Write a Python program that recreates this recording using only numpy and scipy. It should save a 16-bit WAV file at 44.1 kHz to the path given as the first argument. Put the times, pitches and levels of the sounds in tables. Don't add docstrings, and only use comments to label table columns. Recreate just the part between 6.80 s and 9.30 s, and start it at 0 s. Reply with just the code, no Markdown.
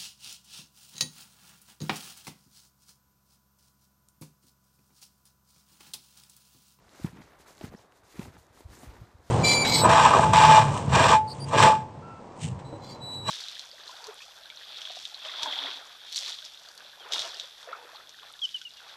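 import sys
import numpy as np
from scipy import signal
from scipy.fft import rfft, irfft
from scipy.io import wavfile
from scipy.ndimage import uniform_filter1d

SR = 44100
rng = np.random.default_rng(int(sys.argv[2]) if len(sys.argv) > 2 else 0)


def transcribe(signal):
    frames = np.atleast_2d(signal).T
    limited = np.clip(frames, -1, 1)
    pcm = np.round(limited * 32767).astype(np.int16)
    wavfile.write(sys.argv[1], SR, pcm)


def nominal_scale(level):
    x = np.asarray(level, float) / 20
    return 10 ** x


N = 110250
TIME_S = np.arange(N) / SR

# pitch_hz, level_db (per Hz)
WOODS_TONE = [(18, -60), (30, -7), (662, -4), (1110, -7.5), (1730, -13), (2990, -27.5), (3680, -20.5),
              (4200, -26.5), (15000, -34.5)]
# peak_s, level_db, pitch_hz
BUMPS = [(.07, -58.5, 90), (1.0, -56, 100), (1.1229, -48, 2020), (1.24, -58, 100), (1.585, -49.5, 95),
         (1.612, -54.5, 80), (1.71, -55, 90), (1.861, -36.5, 79), (1.902, -43.5, 67), (1.92, -46, 80),
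         (1.9314, -50, 152), (1.989, -49, 204), (2.0361, -41, 248), (2.0443, -44, 210), (2.0776, -40.5, 96),
         (2.0946, -38.5, 65.7), (2.1355, -50, 70), (2.203, -46.5, 60), (2.2204, -37.5, 108),
         (2.2383, -45, 117), (2.3547, -45.5, 84.5), (2.399, -50.5, 70)]
# time_s, pitch_hz, level_db
SLEEVE_PATH = [
    (1.90, 6200, -76),
    (1.95, 6800, -65),
    (2.029, 7700, -61.5),
    (2.06, 7800, -77),
]
# time_s, pitch_hz, level_db
SQUEAK_PATH = [
    (.959, 5700, -78),
    (.967, 5000, -64.5),
    (.984, 6150, -62.5),
    (.988, 4640, -62.5),
    (.992, 2500, -80),
]
# start_s, peak_db, pitch_hz
TICKS = [(0.0932, -45.5, 4100), (0.415, -52, 4470), (0.6625, -54, 4010), (0.6789, -58, 4700),
         (0.69, -55, 4260), (0.7284, -47, 6680), (0.7514, -47, 6520), (0.772, -42, 6520),
         (0.7808, -43, 4300), (0.7914, -42, 7030), (0.8031, -43, 4600), (1.0124, -55, 3580),
         (1.1222, -49, 2920), (1.3944, -39.5, 6350), (1.572, -59, 8000), (1.648, -57, 5980),
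         (1.6679, -50, 6140), (1.9018, -46, 4273), (2.3855, -55, 4540)]
TICK_RINGS_HZ = (4100, 6800, 9900)
# start_s, peak_db, pitch_hz
KNOCKS = [(0.2460, -39.5, 800), (0.263, -45, 970), (0.37, -46, 905), (.417, -45.5, 895), (.8113, -36, 644),
          (0.9476, -44.5, 1830), (.992, -49.5, 710), (1.046, -53.5, 470), (1.1226, -56, 520),
          (1.394, -38.5, 2490), (1.567, -46.5, 855), (1.775, -49, 1310), (1.807, -47.5, 920),
          (2.033, -43.5, 730), (2.166, -48, 880)]
# start_s, fullest_s, end_s, level_db, finest_hiss_extra_db
DRAGS = [(.0, 0.168, 0.27, -59.5, -5.5), (0.177, .25, 0.33, -54, -0.5), (0.298, .37, 0.37, -63, -16),
         (0.411, 0.41, 0.53, -59.5, -10), (0.581, 0.609, 0.65, -59, -1), (0.659, 0.677, 0.79, -56.5, -0.5),
         (.77, .775, 0.8, -59.5, -2), (0.792, 0.849, 0.9, -51.5, -4.5), (0.906, 1.01, 1.075, -63, -5),
         (1.11, 1.167, 1.225, -65, -2), (1.232, 1.325, 1.48, -58.5, -3), (1.35, 1.435, 1.5, -53, 0),
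         (1.476, 1.513, 1.78, -66, -7), (1.575, 1.585, 1.674, -64, 2), (1.727, 1.801, 1.853, -59, 0.5),
         (1.84, 1.86, 1.92, -71, -2), (1.881, 1.937, 2.03, -57.5, -1.5), (1.943, 2.04, 2.104, -57, 1.5),
         (2.066, 2.12, 2.42, -64.5, -9), (2.413, 2.485, 3.1, -61, -5)]
# pitch_hz, level_db (per Hz)
DRAG_TONE = [(880, -5.5), (1500, -2), (3120, -6), (4050, -3), (5670, -5), (6610, -4), (8750, -6.5),
             (15000, -12.5)]
# peak_s, level_db, pitch_hz
CRUSTS = [(.0823, -51, 1650), (.1502, -50, 1400), (.2470, -43, 1560), (.2559, -46, 1180),
          (.2754, -41, 1180), (.2865, -53, 1010), (.3218, -55, 700), (.3492, -59, 990), (.3735, -46, 2020),
          (.4205, -45, 2060), (.5208, -52, 1960), (.5527, -57, 1980), (.6001, -55, 420), (.6630, -49, 1180),
          (.6690, -48, 1660), (.7064, -48.5, 700), (.8022, -50, 1660), (.8406, -48, 1650),
          (.8481, -51, 2800), (.8556, -47, 3300), (.8600, -46, 1250), (.8705, -46, 420), (.8785, -50, 1700),
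          (.9254, -43.5, 650), (.9394, -52, 1900), (.9803, -51.5, 593), (.9957, -53, 990),
          (1.2357, -52, 1390), (1.3450, -50, 348), (1.3574, -45, 350), (1.4018, -48, 2800),
          (1.4123, -53, 1410), (1.4312, -42, 2350), (1.4492, -46, 2800), (1.4572, -44, 825),
          (1.4756, -45, 343), (1.4831, -49, 346), (1.4921, -52, 1400), (1.5325, -52, 1400),
          (1.5690, -48.5, 1490), (1.7899, -53, 990), (1.9336, -46, 1180), (1.9386, -50, 1180),
          (1.9715, -49, 1400), (1.9775, -49.5, 346), (2.0394, -49, 995), (2.0932, -53, 1400),
          (2.1162, -51, 990), (2.1366, -47.5, 990), (2.1431, -47.5, 487), (2.1676, -48, 1720),
          (2.3165, -57, 1090), (2.4040, -53, 416), (2.4434, -61, 590)]
# start_s, fullest_s, end_s, level_db, bass_extra_db
PACKS = [(0.098, 0.23, 0.34, -58.5, -11), (0.246, 0.261, 0.3, -48, -3), (0.3, 0.387, 0.49, -57.5, 3),
         (0.441, 0.534, 0.76, -60, -9.5), (0.624, .70, 0.83, -60, -33), (0.787, 0.824, 0.84, -53.5, -13),
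         (0.828, 0.845, 0.89, -49.5, 3.5), (0.897, 0.941, 0.96, -57, 8), (0.984, 0.99, 1.04, -69, -5),
         (1.16, 1.24, 1.21, -74, 6.5), (1.332, 1.362, 1.37, -56, -7), (1.366, 1.42, 1.51, -50.5, -0.5),
         (1.482, 1.56, 1.57, -61, 5), (1.664, 1.702, 1.7, -68, -11), (1.742, 1.776, 1.84, -62, -0.5),
         (1.865, 1.916, 2.09, -62, 4), (1.995, 2.047, 2.33, -57, -2), (2.1, 2.17, 2.25, -61.5, 3.5),
         (2.383, 2.4, 2.7, -70.5, 5)]
# pitch_hz, level_db (per Hz)
CRUNCH_TONE = [(250, -1.5), (450, 1.5), (620, -2.5), (920, 1.5), (1450, -3), (2150, -4.5), (2700, -10),
               (8000, -23.5)]
# pitch_hz, level_db (per Hz)
GIVE_TONE = [(25, -38), (55, 5), (150, -3.5), (300, -3.5), (500, -15.5), (900, -47.5)]
# peak_s, level_db, pitch_hz
THUDS = [(0.1989, -41, 324), (0.2189, -46, 82.5), (0.2477, -19.5, 184.5), (0.2661, -44, 149),
         (0.2754, -42, 157.0), (0.2936, -49, 150), (0.3003, -50, 108), (0.3326, -43, 181),
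         (0.3494, -45, 198), (0.3638, -44.5, 230), (0.3883, -43, 202), (0.4030, -44.5, 149),
         (0.4075, -42.5, 156), (0.7085, -54, 350), (0.8143, -37, 395), (0.8373, -50, 220),
         (0.8416, -30, 239), (0.8485, -36, 99), (0.8565, -48, 190), (0.8819, -44.5, 158.0),
         (0.8981, -49, 62), (0.9204, -47.5, 140), (0.9402, -37, 470), (0.9487, -36.5, 236),
         (1.3956, -25.5, 212), (1.4181, -48, 273), (1.4277, -51, 140), (1.4358, -45.5, 147.0),
         (1.4508, -49, 100), (1.4598, -47, 250), (1.472, -46, 200), (1.482, -40.5, 114), (1.5042, -49, 140),
         (1.5573, -54.5, 200), (1.5685, -51, 221), (1.8075, -45.5, 402)]


def colour(x, tone):
    hz, db = np.array(tone, float).T
    f = np.maximum(np.arange(N // 2 + 1) * SR / N, 1)
    gain = nominal_scale(np.interp(np.log(f), np.log(hz), db))
    y = irfft(rfft(x) * gain, N)
    return y / np.sqrt(np.mean(y ** 2))


def low_part(x, cutoff_hz, order):
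    return signal.sosfiltfilt(signal.butter(order, cutoff_hz, fs=SR, output="sos"), x)


def walk(rate_hz):
    k = int(SR / rate_hz)
    steps = np.repeat(rng.standard_normal(N // k + 1), k)
    return 1.3 * uniform_filter1d(uniform_filter1d(steps, k), k)[:N]


def swarm(rate_hz, spread_db):
    size = np.minimum(rng.exponential(size=N), 2.5)
    return (rng.random(N) < rate_hz / SR) * nominal_scale(2 * spread_db * size)


def grains(rate_hz, spread_db, bed, burst_s):
    shared = swarm(rate_hz, spread_db)
    f = np.arange(N // 2 + 1) * SR / N
    spectrum = 0
    for low in 31 * 2. ** np.arange(9):
        fade_s = max(burst_s, 1 / low)
        hits = swarm(rate_hz, spread_db) + 0.78 * shared
        power = signal.lfilter([1], [1, -np.exp(-1 / (fade_s * SR))], hits)
        burst = rng.standard_normal(N) * np.sqrt(power / power.mean() + bed)
        spectrum = spectrum + rfft(burst) * (f >= low) * (f < 2 * low)
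    return irfft(spectrum, N)


def swells(start, fullest, end, db, edge_db, fade_db):
    power = np.zeros(N)
    for a, b, c, d in zip(start, fullest, end, db):
        shape_db = np.interp(TIME_S, [a, b, c], [edge_db, 0, fade_db])
        power += nominal_scale(2 * (d + shape_db)) * (TIME_S > a) * (TIME_S < c)
    return uniform_filter1d(np.sqrt(power), size=300)


def pushes(rows, rise_cycles, fall_cycles, sag, mode_db):
    out = np.zeros(N)
    for s, db, hz in rows:
        near = slice(max(int(s * SR) - 4096, 0), int(s * SR) + 4096)
        turns = (TIME_S[near] - s) * hz
        before = turns < 0
        bell = np.where(before, np.exp(-.5 * (turns / rise_cycles) ** 2), np.exp(-(turns / fall_cycles) ** 2))
        first = np.cos(2 * np.pi * turns * np.where(before, 1, sag))
        second = nominal_scale(mode_db) * np.cos(2 * np.pi * turns * 1.77)
        out[near] += nominal_scale(db) * bell * (first + second)
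    return out


def woods():
    hush = colour(rng.standard_normal(N), WOODS_TONE)
    bass = low_part(hush, 200, 2)
    gusty = bass * nominal_scale(2.5 * walk(15))
    steady = (hush - bass) * nominal_scale(0.8 * walk(15))
    return (gusty + steady) * nominal_scale(-62.5)


def bumps():
    return pushes(BUMPS, rise_cycles=0.5, fall_cycles=0.7, sag=0.91, mode_db=-23.5)


def sleeve():
    s, hz, db = np.array(SLEEVE_PATH).T
    rough = walk(4400) * nominal_scale(2.9 * walk(250))
    turn = 2 * np.pi * np.cumsum(np.interp(TIME_S, s, hz)) / SR
    return rough * np.sin(turn) * nominal_scale(np.interp(TIME_S, s, db, -140, -140))


def squeak():
    s, hz, db = np.array(SQUEAK_PATH).T
    pitch = np.interp(TIME_S, s, hz) * (1 + .045 * walk(1500))
    turn = 2 * np.pi * np.cumsum(pitch) / SR
    whistle = np.sin(turn) + .18 * np.sin(2 * turn)
    return whistle * nominal_scale(np.interp(TIME_S, s, db, -140, -140) + 3 * walk(600))


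def ticks():
    out, t = np.zeros(N + 512), np.arange(512) / SR
    for s, db, hz in TICKS:
        pitches = (hz, *TICK_RINGS_HZ)
        shares = (.6, *(rng.random(3) * (.7, .7, .25)))
        ring = 0
        for f, share in zip(pitches, shares):
            ring = ring + share * np.sin(2 * np.pi * f * t) * np.exp(-t * f / 1.5)
        i = int(s * SR)
        out[i:i + 512] += nominal_scale(db) * ring
    return out[:N]


def knocks():
    ring_cycles, snap_db, snap_s = 2.86, -0.5, 0.0037
    out, t = np.zeros(N + 2048), np.arange(2048) / SR
    dull = signal.butter(2, 2900, fs=SR, output="sos")
    for s, db, hz in KNOCKS:
        noise = rng.standard_normal(2048) * np.exp(-t / snap_s)
        snap = nominal_scale(snap_db) * signal.sosfilt(dull, noise)
        ring = np.sin(2 * np.pi * hz * t) * np.exp(-t * hz / ring_cycles)
        i = int(s * SR)
        out[i:i + 2048] += nominal_scale(db) * (ring + snap)
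    return out[:N]


def drags():
    edge_db, fade_db = -11, -12
    fine_steeper = 1.2
    start, fullest, end, db, fine_db = np.array(DRAGS).T
    rub = colour(grains(rate_hz=1700, spread_db=4.5, bed=0.29, burst_s=0.00024), DRAG_TONE)
    rub = rub * nominal_scale(0.85 * walk(60.4))
    body = low_part(rub, 7700, 3)
    fine = rub - body
    body_gain = swells(start, fullest, end, db, edge_db, fade_db)
    fine_gain = swells(start, fullest, end, db + fine_db, edge_db * fine_steeper, fade_db * fine_steeper)
    return body * body_gain + fine * fine_gain


def crusts():
    return pushes(CRUSTS, rise_cycles=0.5, fall_cycles=1.3, sag=0.97, mode_db=-14.5)


def packing():
    edge_db, fade_db, give_db = -7.5, -11.5, 1
    start, fullest, end, db, bass_db = np.array(PACKS).T
    crunch = colour(grains(rate_hz=180, spread_db=3.2, bed=0.19, burst_s=0.0034), CRUNCH_TONE)
    give = colour(grains(rate_hz=44, spread_db=1.9, bed=0.99, burst_s=0.0034), GIVE_TONE)
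    crunch_gain = swells(start, fullest, end, db, edge_db, fade_db)
    give_gain = swells(start, fullest, end, db + bass_db + give_db, edge_db, fade_db)
    return crunch * crunch_gain + give * give_gain


def thuds():
    return pushes(THUDS, rise_cycles=0.4, fall_cycles=1.15, sag=0.86, mode_db=-13)


def scene():
    background = woods() + bumps()
    gear = sleeve() + squeak() + ticks() + knocks()
    steps = drags() + crusts() + packing() + thuds()
    return (background + gear + steps)[None]


def roll_off(x):
    return signal.sosfilt(signal.butter(12, 15380, fs=SR, output="sos"), x)


def record(dry):
    top_cut = signal.ellip(10, .2, 70, 15250, fs=SR, output="sos")
    mix = signal.sosfilt(top_cut, dry)
    return roll_off(mix)


dry = scene()
out = record(dry)
transcribe(out)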